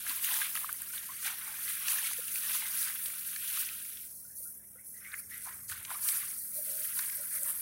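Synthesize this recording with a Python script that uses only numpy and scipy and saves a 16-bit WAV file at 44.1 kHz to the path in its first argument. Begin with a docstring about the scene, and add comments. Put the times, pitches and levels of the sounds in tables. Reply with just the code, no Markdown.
"""Footsteps through the dry stubble of a harvested field, dogs trotting along.
Legs sweep the stalks and papery leaves, and friction excites their fibres into a bright, fine rustle.
Underfoot, straw fractures, hollow stalks snap and ring, and pockets in the damp soil squeeze shut.
An engine drones far off, a few faint hoots sound near the end, and a little wind touches the microphone."""
import sys
import numpy as np
from scipy import signal
from scipy.fft import rfft, irfft
from scipy.io import wavfile
from scipy.ndimage import uniform_filter1d

SR = 44100
rng = np.random.default_rng(int(sys.argv[2]) if len(sys.argv) > 2 else 0)


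def digitize_waveform(pressure):
    """Quantize a signal to 16-bit integers and store it at the path in sys.argv[1].

    Rows of a 2-D input are taken as channels; values are limited to [-1, 1].
    """
    field = np.atleast_2d(pressure).T
    bounded = np.clip(field, -1, 1)
    quanta = np.round(bounded * 32767).astype(np.int16)
    wavfile.write(sys.argv[1], SR, quanta)


N = 335590

# Levels in the tables are relative; each source applies its own gain.
# a leg sweeps through the stubble: start_s, swell_s, decay_s, leaf_db, stalk_db
LEG_SWEEPS = [(0.043, 0.058, 0.11, -37, -45.5), (0.196, 0.056, 0.1, -34, -44),
              (0.259, 0.092, 0.19, -34.0, -43), (0.53, 0.039, 0.09, -37.5, -51),
              (0.9, 0.053, 0.068, -41.5, -52.0), (1.176, 0.093, 0.048, -37, -44.5),
              (1.605, 0.069, 0.204, -40, -51), (1.838, 0.058, 0.11, -31.5, -40.0),
              (2.014, 0.043, 0.063, -36.5, -42.5), (2.222, 0.13, 0.18, -39.5, -50),
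              (2.374, 0.17, 0.1, -37, -43.5), (2.649, 0.17, 0.085, -35.5, -43),
              (2.954, 0.11, 0.018, -37, -51), (3.225, 0.042, 0.25, -43.5, -54.0),
              (3.303, 0.16, 0.14, -43, -52.5), (3.437, 0.15, 0.091, -36.5, -44.5),
              (4.317, 0.11, 0.13, -43.5, -59.5), (4.83, 0.037, 0.16, -46.0, -62),
              (5.112, 0.088, 0.02, -42, -57.0), (5.28, 0.038, 0.15, -47, -60),
              (5.403, 0.035, 0.14, -43.5, -56), (5.67, 0.029, 0.073, -40, -47.5),
              (5.877, 0.03, 0.25, -41, -54), (5.994, 0.085, 0.081, -29.5, -43.0),
              (6.099, 0.056, 0.066, -33.5, -45.5), (6.525, 0.022, 0.21, -40.5, -54),
              (6.619, 0.1, 0.14, -40, -51), (6.697, 0.159, 0.087, -38, -51),
              (6.88, 0.096, 0.18, -35.0, -48), (7.08, 0.081, 0.142, -41.5, -51.5),
              (7.289, 0.048, 0.082, -35, -50.5), (7.398, 0.11, 0.026, -34.5, -55)]
# rustle between sweeps, sinking while the walker pauses: time_s, leaf_db, stalk_db
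RUSTLE_FLOOR = [(0.0, -44.5, -52.5), (0.7, -43.5, -54), (1.1, -45.0, -54.5), (1.6, -41.5, -52),
                (2.6, -40.5, -51.5), (3.2, -42.5, -53), (3.9, -45, -56), (4.3, -51.5, -60.5),
                (4.75, -54, -70), (5.0, -50, -60.5), (5.8, -47.5, -61.5), (6.3, -41, -54),
                (6.9, -42.5, -62.5), (7.61, -37, -54)]
# brightness of the rustle, as the weight of the leaf tips: time_s, level_db
TIP_BALANCE = [(0, -0.5), (1.3, -4), (2.5, -1.5), (4.3, -1.5), (5.2, -7.5), (6.3, -5.5), (6.6, -2),
               (7.3, -5.5), (7.61, -7)]
# spectra of rubbed leaves, leaf tips, stalks, thick stalks and cracking straws: frequency_hz, level_db
LEAF_SPECTRUM = [(7300, -17), (7800, -21.5), (8150, -4.5), (9300, -3), (10000, 0), (11600, -1),
                 (12500, -2.5), (15000, -11.5)]
TIP_SPECTRUM = [(8000, -20), (11000, -5.5), (12500, -8.5), (16000, -3.5)]
STALK_SPECTRUM = [(4600, -37), (5300, 2), (6200, 2.5), (7300, -0.5), (9000, 1), (12000, -39)]
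THICK_SPECTRUM = [(3500, -26), (4100, -4), (4900, 0.5), (5600, -19)]
CRACKLE_SPECTRUM = [(2500, -17), (4500, -3), (7000, -5.5), (9000, -1), (15000, -4)]
# a foot loads the straw: start_s, swell_s, decay_s, buckling_db, splintering_db, mat_db
FOOT_LOADS = [(0.04, 0.042, 0.15, -47, -48, -57), (0.21, 0.054, 0.118, -45.5, -44.5, -70),
              (0.249, 0.098, 0.095, -43.5, -43, -51.0), (0.386, 0.042, 0.068, -42.5, -43.5, -61),
              (0.53, 0.036, 0.14, -53, -52.5, -58.5), (0.868, 0.1, 0.046, -49, -54, -67),
              (1.22, 0.043, 0.08, -41.5, -43, -52.5), (1.366, 0.097, 0.14, -49, -65, -59),
              (1.62, 0.078, 0.11, -48.5, -49.5, -74), (1.785, 0.13, 0.13, -47, -44.0, -54),
              (1.925, 0.063, 0.016, -42, -47.0, -63.5), (2.003, 0.073, 0.058, -44.5, -45, -73),
              (2.382, 0.17, 0.09, -46, -44, -56.5), (2.6, 0.058, 0.077, -48, -61, -58.5),
              (2.769, 0.127, 0.03, -45.0, -54, -60), (3.381, 0.063, 0.17, -54, -49, -79.5),
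              (3.417, 0.15, 0.17, -46.5, -45.5, -65.5), (4.95, 0.14, 0.021, -53.5, -66, -95.5),
              (5.094, 0.046, 0.046, -45, -66, -82), (5.29, 0.055, 0.097, -50.5, -57, -94.5),
              (5.438, 0.023, 0.14, -50.5, -65, -62), (5.68, 0.037, 0.16, -48, -53, -64.5),
              (5.864, 0.048, 0.071, -46.5, -52, -52.5), (5.972, 0.15, 0.2, -46.5, -51.0, -61),
              (6.76, 0.05, 0.31, -53.5, -57, -88.0), (6.95, 0.044, 0.11, -47.5, -52.5, -61),
              (7.276, 0.074, 0.047, -51, -68, -94), (7.438, 0.065, 0.047, -59, -57, -57.5)]
# crunch between footfalls: time_s, buckling_db, splintering_db, mat_db
CRUNCH_FLOOR = [(0.0, -53, -52, -70), (0.85, -55.5, -59, -70), (1.5, -51, -55, -79),
                (2.2, -53.0, -54.0, -72), (2.75, -48, -50, -69), (3.2, -54.5, -55, -72),
                (3.7, -56, -55.5, -82.0), (4.03, -63, -62, -89), (4.15, -78.5, -86, -86.5),
                (4.92, -74.5, -86, -91), (5.02, -69, -78, -88), (5.28, -69, -85, -83),
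                (5.67, -80, -92, -95), (6.2, -61, -87, -93), (6.53, -65.5, -75, -91), (6.7, -58, -60, -80),
                (7.1, -54.0, -65.5, -73), (7.61, -57, -64, -76)]
# spectra of buckling straw, splinters and the trodden mat: frequency_hz, level_db
STRAW_SPECTRUM = [(950, -37.5), (1220, -8.5), (1500, -1.5), (1750, -2.5), (2150, -3), (2450, -8),
                  (2900, -37.5)]
SPLINTER_SPECTRUM = [(1900, -33), (2350, -0.5), (2700, 0), (3400, -0.5), (3900, -2), (4500, -10),
                     (5500, -26)]
MAT_SPECTRUM = [(520, -17), (720, -10.5), (880, -5.5), (1080, 1.5), (1300, -2.5), (1700, -16.5),
                (2300, -36.5)]
# thick stalks breaking: start_s, level_db, pitch_hz, splinter_offset_db
STALK_SNAPS = [(0.065, -28, 1620, -20), (0.094, -26.5, 4000, -11), (0.243, -26, 3000, -10),
               (0.288, -27.5, 1690, -18), (0.416, -23, 1650, -19), (0.553, -29.5, 1280, -5),
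               (0.563, -25.5, 2900, -17), (0.573, -26, 1780, -9), (0.644, -25.5, 1150, -32),
               (0.691, -27.5, 1490, -37), (0.978, -29, 3430, -18), (1.245, -31, 2070, -8),
               (1.269, -28, 1520, -9), (1.278, -26.5, 2260, -13), (1.679, -29, 2100, -12),
               (1.883, -26.5, 1870, -0.5), (1.912, -32, 2760, -12), (1.985, -28, 1880, -12),
               (2.029, -31, 2840, -13), (2.111, -39, 1030, -7), (2.132, -35.5, 2350, -2),
               (2.282, -35, 2820, -9), (2.357, -31, 2670, -5), (2.828, -32, 3980, -8),
               (2.872, -31.5, 1650, -9), (2.882, -30, 1890, -6), (2.899, -34, 1600, -18),
               (3.059, -35, 3150, -0.5), (3.1, -35, 2150, -12), (3.361, -28.5, 2120, -9),
               (3.572, -34, 1440, -11), (3.688, -32.5, 2560, -6), (3.851, -38, 2380, -17),
               (3.972, -43, 3400, -5), (5.119, -40, 3960, -17), (5.14, -24.5, 1790, -36),
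               (5.47, -34.5, 990, -17), (5.697, -32.5, 1780, -13), (5.718, -33, 1440, -17),
               (5.85, -39.5, 3000, 0.5), (5.904, -27.5, 1280, -23), (5.911, -30, 980, -24),
               (6.087, -32, 1750, 2), (6.991, -26.5, 1440, -6.5), (7.098, -35.5, 2310, -5)]
# thin straws flicking: start_s, level_db
STRAW_TICKS = [(0.0944, -26), (0.2463, -18), (0.5544, -21), (0.728, -16.5), (0.819, -22), (1.753, -22),
               (2.135, -19.5), (4.3834, -36), (4.978, -34), (5.19, -32), (5.308, -31), (5.38, -29),
               (5.4228, -29.5), (5.8286, -31), (6.088, -19), (6.9884, -19), (7.433, -17.5), (7.5033, -24)]
# damp ground squishing: start_s, level_db, pitch_hz, length_s
MUD_SQUISHES = [(1.088, -39.5, 1067, 0.046), (1.47, -46.5, 867, 0.079), (1.803, -43, 2320, 0.069),
                (4.245, -55.5, 1490, 0.079), (4.299, -58, 1710, 0.081), (4.45, -54, 1410, 0.061),
                (4.59, -61, 1650, 0.07), (4.631, -61, 2080, 0.042), (4.751, -53, 1425, 0.071),
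                (4.78, -51, 2090, 0.065), (4.939, -50.5, 1950, 0.12), (5.045, -37, 2110, 0.057),
                (5.175, -42, 2300, 0.035), (5.31, -39, 1950, 0.1), (5.456, -43, 980, 0.061),
                (5.942, -39, 1190, 0.049), (7.468, -42, 1730, 0.066)]
# dull knocks on the ground: start_s, level_db, pitch_hz
CLOD_KNOCKS = [(0.09, -54.5, 268), (2.183, -44, 510), (3.078, -57, 560), (4.401, -60, 550),
               (4.753, -59, 534)]
# far hoots: start_s, length_s, level_db
HOOT_BURSTS = [(6.552, 0.046, -59.5), (6.661, 0.089, -59.5), (6.783, 0.036, -61.5), (7.178, 0.025, -58),
               (7.328, 0.035, -69), (7.38, 0.06, -65.5)]
# partials of a hoot: pitch_hz, level_db
HOOT_PARTIALS = [(535, -6), (601, -1.5)]
# harmonics of the engine's firing rate: harmonic_number, level_db
ENGINE_HARMONICS = [(1, -74.5), (3, -73.5), (4, -84)]
# strength of the wind on the microphone: time_s, level_db
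GUST_LEVEL = [(0, -92), (5.1, -92), (5.25, -64), (5.45, -74), (5.6, -62.5), (5.82, -61), (5.92, -73),
              (6.2, -89), (7.61, -77)]
# spectra of that wind and of the open air: frequency_hz, level_db
WIND_SPECTRUM = [(25, -26), (50, -15), (75, -2), (110, -5), (160, -17.5), (300, -38), (1000, -62)]
AIR_SPECTRUM = [(25, -40), (45, -10), (65, -5.5), (110, 3), (170, -1), (300, -6), (550, -9), (900, -17),
                (3000, -55), (15000, -19)]


def rustle():
    """Stick-slip friction: legs rub stalks, papery leaves and their tips, and each slip rings a fibre."""
    leaf_gain, stalk_gain = strokes(LEG_SWEEPS, RUSTLE_FLOOR, uneven_db=0.75)
    tip_db, = in_time(TIP_BALANCE)
    # thick stalks rub only under a firm sweep and fade out below it
    firm_db, fade_db_per_db = -56, 1.7
    thick_db = fade_db_per_db * np.minimum(20 * np.log10(stalk_gain) - firm_db, 0)
    leaves = leaf_gain * from_db(-1.44) * fibres(
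        LEAF_SPECTRUM, per_s=14000, spread_db=0, clump_db=1.5, damping=0.016, patchy_db=3.5, count=32)
    tips = leaf_gain * from_db(tip_db + 2) * fibres(
        TIP_SPECTRUM, per_s=16000, spread_db=2, clump_db=0.5, damping=0.55, patchy_db=2.5, count=8)
    stalks = stalk_gain * from_db(-1.5) * fibres(
        STALK_SPECTRUM, per_s=7900, spread_db=1.5, clump_db=1.6, damping=0.072, patchy_db=3, count=16)
    thick = stalk_gain * from_db(thick_db - 8) * fibres(
        THICK_SPECTRUM, per_s=2500, spread_db=1.5, clump_db=1.8, damping=0.06, patchy_db=3, count=8)
    return leaves + tips + stalks + thick + crackle(stalk_gain * from_db(thick_db))


def crackle(stir_gain, per_s=22, spread_db=3):
    """A Poisson process: stray straws crack at random, as strongly as the stubble is stirred."""
    sizes = from_db(-4 + spread_db * np.minimum(rng.exponential(1, N), 3))
    clicks = stir_gain * sizes * (rng.random(N) < per_s / SR)
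    out = np.zeros(N)
    for at in np.flatnonzero(clicks):
        add(out, at / SR, 10 * clicks[at] * fracture(decay_s=0.0012, size=600))
    return coloured(out, CRACKLE_SPECTRUM)


def crunch():
    """Buckling under load: straw folds and splinters beneath the sole, and the mat is pressed flat."""
    buckling, splintering, pressing = strokes(FOOT_LOADS, CRUNCH_FLOOR, uneven_db=1.32)
    straw = buckling * from_db(-2.35) * fibres(
        STRAW_SPECTRUM, per_s=2500, spread_db=1.5, clump_db=1.5, damping=0.04, patchy_db=3, count=18)
    splinters = splintering * from_db(-0.22) * fibres(
        SPLINTER_SPECTRUM, per_s=3000, spread_db=2.5, clump_db=1.5, damping=0.31, patchy_db=0.5, count=12)
    mat = pressing * from_db(2.5) * fibres(
        MAT_SPECTRUM, per_s=1200, spread_db=3, clump_db=1.5, damping=0.074, patchy_db=4, count=12)
    return straw + splinters + mat


def strokes(rows, floor, uneven_db, rest_s=0.24):
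    """Incoherent sources add in power: strokes swell and decay over a floor, giving one gain a layer."""
    t = np.arange(N) / SR
    power = from_db(in_time(floor)) ** 2
    for start_s, swell_s, decay_s, *layers_db in rows:
        span = slice(int(start_s * SR), int(start_s * SR) + SR)
        age_s = t[span] - start_s
        past_peak_s = np.maximum(age_s - swell_s, 0)
        # the leg has passed, or the foot is still, about rest_s after the peak
        decay = np.exp(-past_peak_s / decay_s - (past_peak_s / rest_s) ** 4)
        envelope = np.clip(age_s / swell_s, 0, 1) * decay
        power[:, span] += np.outer(from_db(layers_db), envelope) ** 2
    return np.sqrt(power) * from_db(uneven_db * drift(per_s=19.7))  # stalks give way unevenly


def fibres(spectrum, per_s, spread_db, clump_db, damping, patchy_db, count):
    """Impulse excitation: clumps of tiny slips and breaks ring a bank of fibres, held near unit power."""
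    clumps = from_db(clump_db * drift(per_s=45))
    at = np.flatnonzero(rng.random(N) < per_s * clumps / SR)
    sizes = from_db(spread_db * np.minimum(rng.exponential(1, N)[at], 5))
    impulses = sizes * rng.choice([-1, 1], N)[at] * np.sqrt(clumps[at])
    fibre_index = rng.integers(0, count, N)[at]
    rings = 0
    for k, hz in enumerate(np.geomspace(spectrum[0][0], spectrum[-1][0], count)):
        clicks = np.full(N, 1e-18)
        struck = fibre_index == k
        # the fibres caught keep changing, so the colour shifts
        clicks[at[struck]] = impulses[struck] * from_db(patchy_db * drift(per_s=12.2)[at[struck]])
        rings = rings + resonate(clicks, hz, width_hz=damping * hz)
    rings = coloured(rings, spectrum)
    local_power = np.abs(uniform_filter1d(rings ** 2, size=3000))
    return rings / np.sqrt(local_power + 1e-12)


def fracture(decay_s, size=3000):
    """Brittle fracture: a flurry of tiny breaks dies away exponentially."""
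    breaks = rng.choice([-1, 1], size) * rng.uniform(0.17, 1, size)
    return breaks * np.exp(-np.arange(size) / SR / decay_s)


def snaps():
    """Tube resonance: a hollow stalk rings briefly as it breaks; splinters crack over a wide band."""
    out = np.zeros(N)
    for start_s, level_db, hz, splinter_db in STALK_SNAPS:
        crack = fracture(decay_s=0.0029 * (1800 / hz) ** 0.3)  # thicker, lower stalks break more slowly
        tube = resonate(band(crack, 0.68 * hz, 1.52 * hz, order=3), hz, width_hz=0.17 * hz)
        splinters = band(crack, 1860, 7800, order=3)
        add(out, start_s, peak_at(tube, level_db - 3.5) + peak_at(splinters, level_db + splinter_db + 6.5))
    return out


def ticks():
    """Elastic release: thin straws spring free with a very short, bright click."""
    out = np.zeros(N)
    for start_s, level_db in STRAW_TICKS:
        click = band(fracture(decay_s=0.00094), 9400, 17700, order=3)
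        add(out, start_s, peak_at(resonate(click, hz=9100, width_hz=5900), level_db))
    return out


def squishes():
    """Cavity resonance: air and water are squeezed from a mud pocket, whose note rises as it closes."""
    out = np.zeros(N)
    for start_s, level_db, hz, length_s in MUD_SQUISHES:
        progress = np.arange(9000) / SR / length_s
        flow = rng.standard_normal(2 * len(progress))
        hollow = resonate(resonate(flow, hz, width_hz=0.088 * hz), hz, width_hz=0.16 * hz)
        pitch_ratio = 1 + 0.121 * (np.minimum(progress, 1) - 0.3)
        rising = np.interp(np.cumsum(pitch_ratio), np.arange(len(hollow)), hollow)
        envelope = np.sqrt(progress) * np.exp(-3.5 * progress)
        add(out, start_s, peak_at(rising * envelope, level_db - 4))
    return out


def knocks():
    """Damped resonance: a clod of earth gives under a foot with a dull knock."""
    out = np.zeros(N)
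    for start_s, level_db, hz in CLOD_KNOCKS:
        impact = band(fracture(decay_s=0.0012), 0.91 * hz, 1.11 * hz)
        add(out, start_s, peak_at(resonate(impact, hz, width_hz=130), level_db - 0.5))
    return out


def hoots(attack_s=0.022, decay_s=0.023):
    """Random modulation roughens two close partials into a hollow tone, heard far off in short bursts."""
    t = np.arange(N) / SR
    envelope, tone = np.zeros(N), np.zeros(N)
    for start_s, length_s, level_db in HOOT_BURSTS:
        attack = np.clip((t - start_s) / attack_s, 0, 1)
        release = np.exp(-np.maximum(t - start_s - length_s, 0) / decay_s)
        envelope += from_db(level_db + 5) * attack * release
    for hz, level_db in HOOT_PARTIALS:
        gain = from_db(level_db + 4.2 * drift(per_s=43))
        pitch_hz = hz * (1 + 0.0187 * drift(per_s=26.4))
        tone += gain * np.sin(2 * np.pi * np.cumsum(pitch_hz) / SR)
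    return envelope * tone


def engine(firing_hz=68.14):
    """Periodic firing gives a harmonic series: a far engine drones on a few low, wavering harmonics."""
    phase = 2 * np.pi * np.cumsum(firing_hz * (1 + 0.0042 * drift(per_s=3.8))) / SR
    return sum(np.sqrt(2) * from_db(level_db + 1.2 * drift(per_s=1.6)) * np.sin(harmonic * phase)
               for harmonic, level_db in ENGINE_HARMONICS)


def wind():
    """Turbulence: an uneven gust buffets the microphone over the low murmur of open air."""
    gust_db, = in_time(GUST_LEVEL)
    air = from_db(-68.5) * rms_one(coloured(rng.standard_normal(N), AIR_SPECTRUM))
    gust_gain = from_db(gust_db + 2 * drift(per_s=14))
    return air + gust_gain * rms_one(coloured(rng.standard_normal(N), WIND_SPECTRUM))


def resonate(x, hz, width_hz):
    """A damped two-pole resonator with unit gain at its peak."""
    radius = np.exp(-np.pi * width_hz / SR)
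    feedback = [1, -2 * radius * np.cos(2 * np.pi * hz / SR), radius ** 2]
    return signal.lfilter(np.array([1, 0, -1]) * (1 - radius ** 2) / 2, feedback, x)


def band(x, low_hz, high_hz, order=2):
    """A maximally flat band-pass filter."""
    return signal.sosfilt(signal.butter(order, [low_hz, high_hz], "band", fs=SR, output="sos"), x)


def coloured(x, spectrum, size=8192):
    """A minimum-phase filter follows a spectrum and falls away beyond its ends."""
    hz, db = np.transpose(spectrum)
    octave = np.log2(np.maximum(np.arange(size // 2 + 1) * SR / size, 1))
    octaves_beyond = np.abs(octave - np.clip(octave, np.log2(hz[0]), np.log2(hz[-1])))
    response_db = np.interp(octave, np.log2(hz), db) - 20 * np.minimum(octaves_beyond, 2)
    cepstrum = irfft(np.log(from_db(response_db)))
    # folding the cepstrum onto positive time makes the filter causal
    cepstrum[1:size // 2] *= 2
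    cepstrum[size // 2 + 1:] = 0
    return signal.oaconvolve(x, irfft(np.exp(rfft(cepstrum))))[:N]


def drift(per_s):
    """Low-passed noise of unit power that changes about per_s times a second."""
    hop, warm_up = 40, 2000
    pole = np.exp(-2 * np.pi * hop * per_s / SR)
    noise = rng.standard_normal(N // hop + warm_up + 2)
    slow = signal.lfilter([1], [1, -2 * pole, pole ** 2], noise)[warm_up:]
    return np.interp(np.arange(N) / hop, np.arange(len(slow)), rms_one(slow))


def in_time(rows):
    """Linear interpolation of each column of a curve, sample by sample."""
    time_s, *columns = np.transpose(rows)
    return [np.interp(np.arange(N) / SR, time_s, column) for column in columns]


def from_db(db):
    """Decibels to amplitude ratio."""
    return 10 ** (np.asarray(db) / 20)


def rms_one(x):
    """Normalisation to unit power."""
    return x / np.sqrt(np.mean(x ** 2) + 1e-20)


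def peak_at(x, db):
    """Normalisation to a peak level."""
    return from_db(db) * x / np.abs(x).max()


def add(out, start_s, sound):
    """Superposition of a short sound at a given time."""
    at = round(start_s * SR)
    out[at:at + len(sound)] += sound[:N - at]


def scene():
    """Superposition: all sources sum at one microphone, heard alike in both ears."""
    sound = rustle() + crunch() + snaps() + ticks() + squishes() + knocks() + engine() + hoots() + wind()
    return np.stack([sound, sound])


def record(dry, cutoff_hz=15800):
    """Band limiting: a steep elliptic low-pass removes the highest treble."""
    return signal.sosfilt(signal.ellip(12, 0.1, 80, cutoff_hz, fs=SR, output="sos"), dry)


dry = scene()
out = record(dry)
digitize_waveform(out)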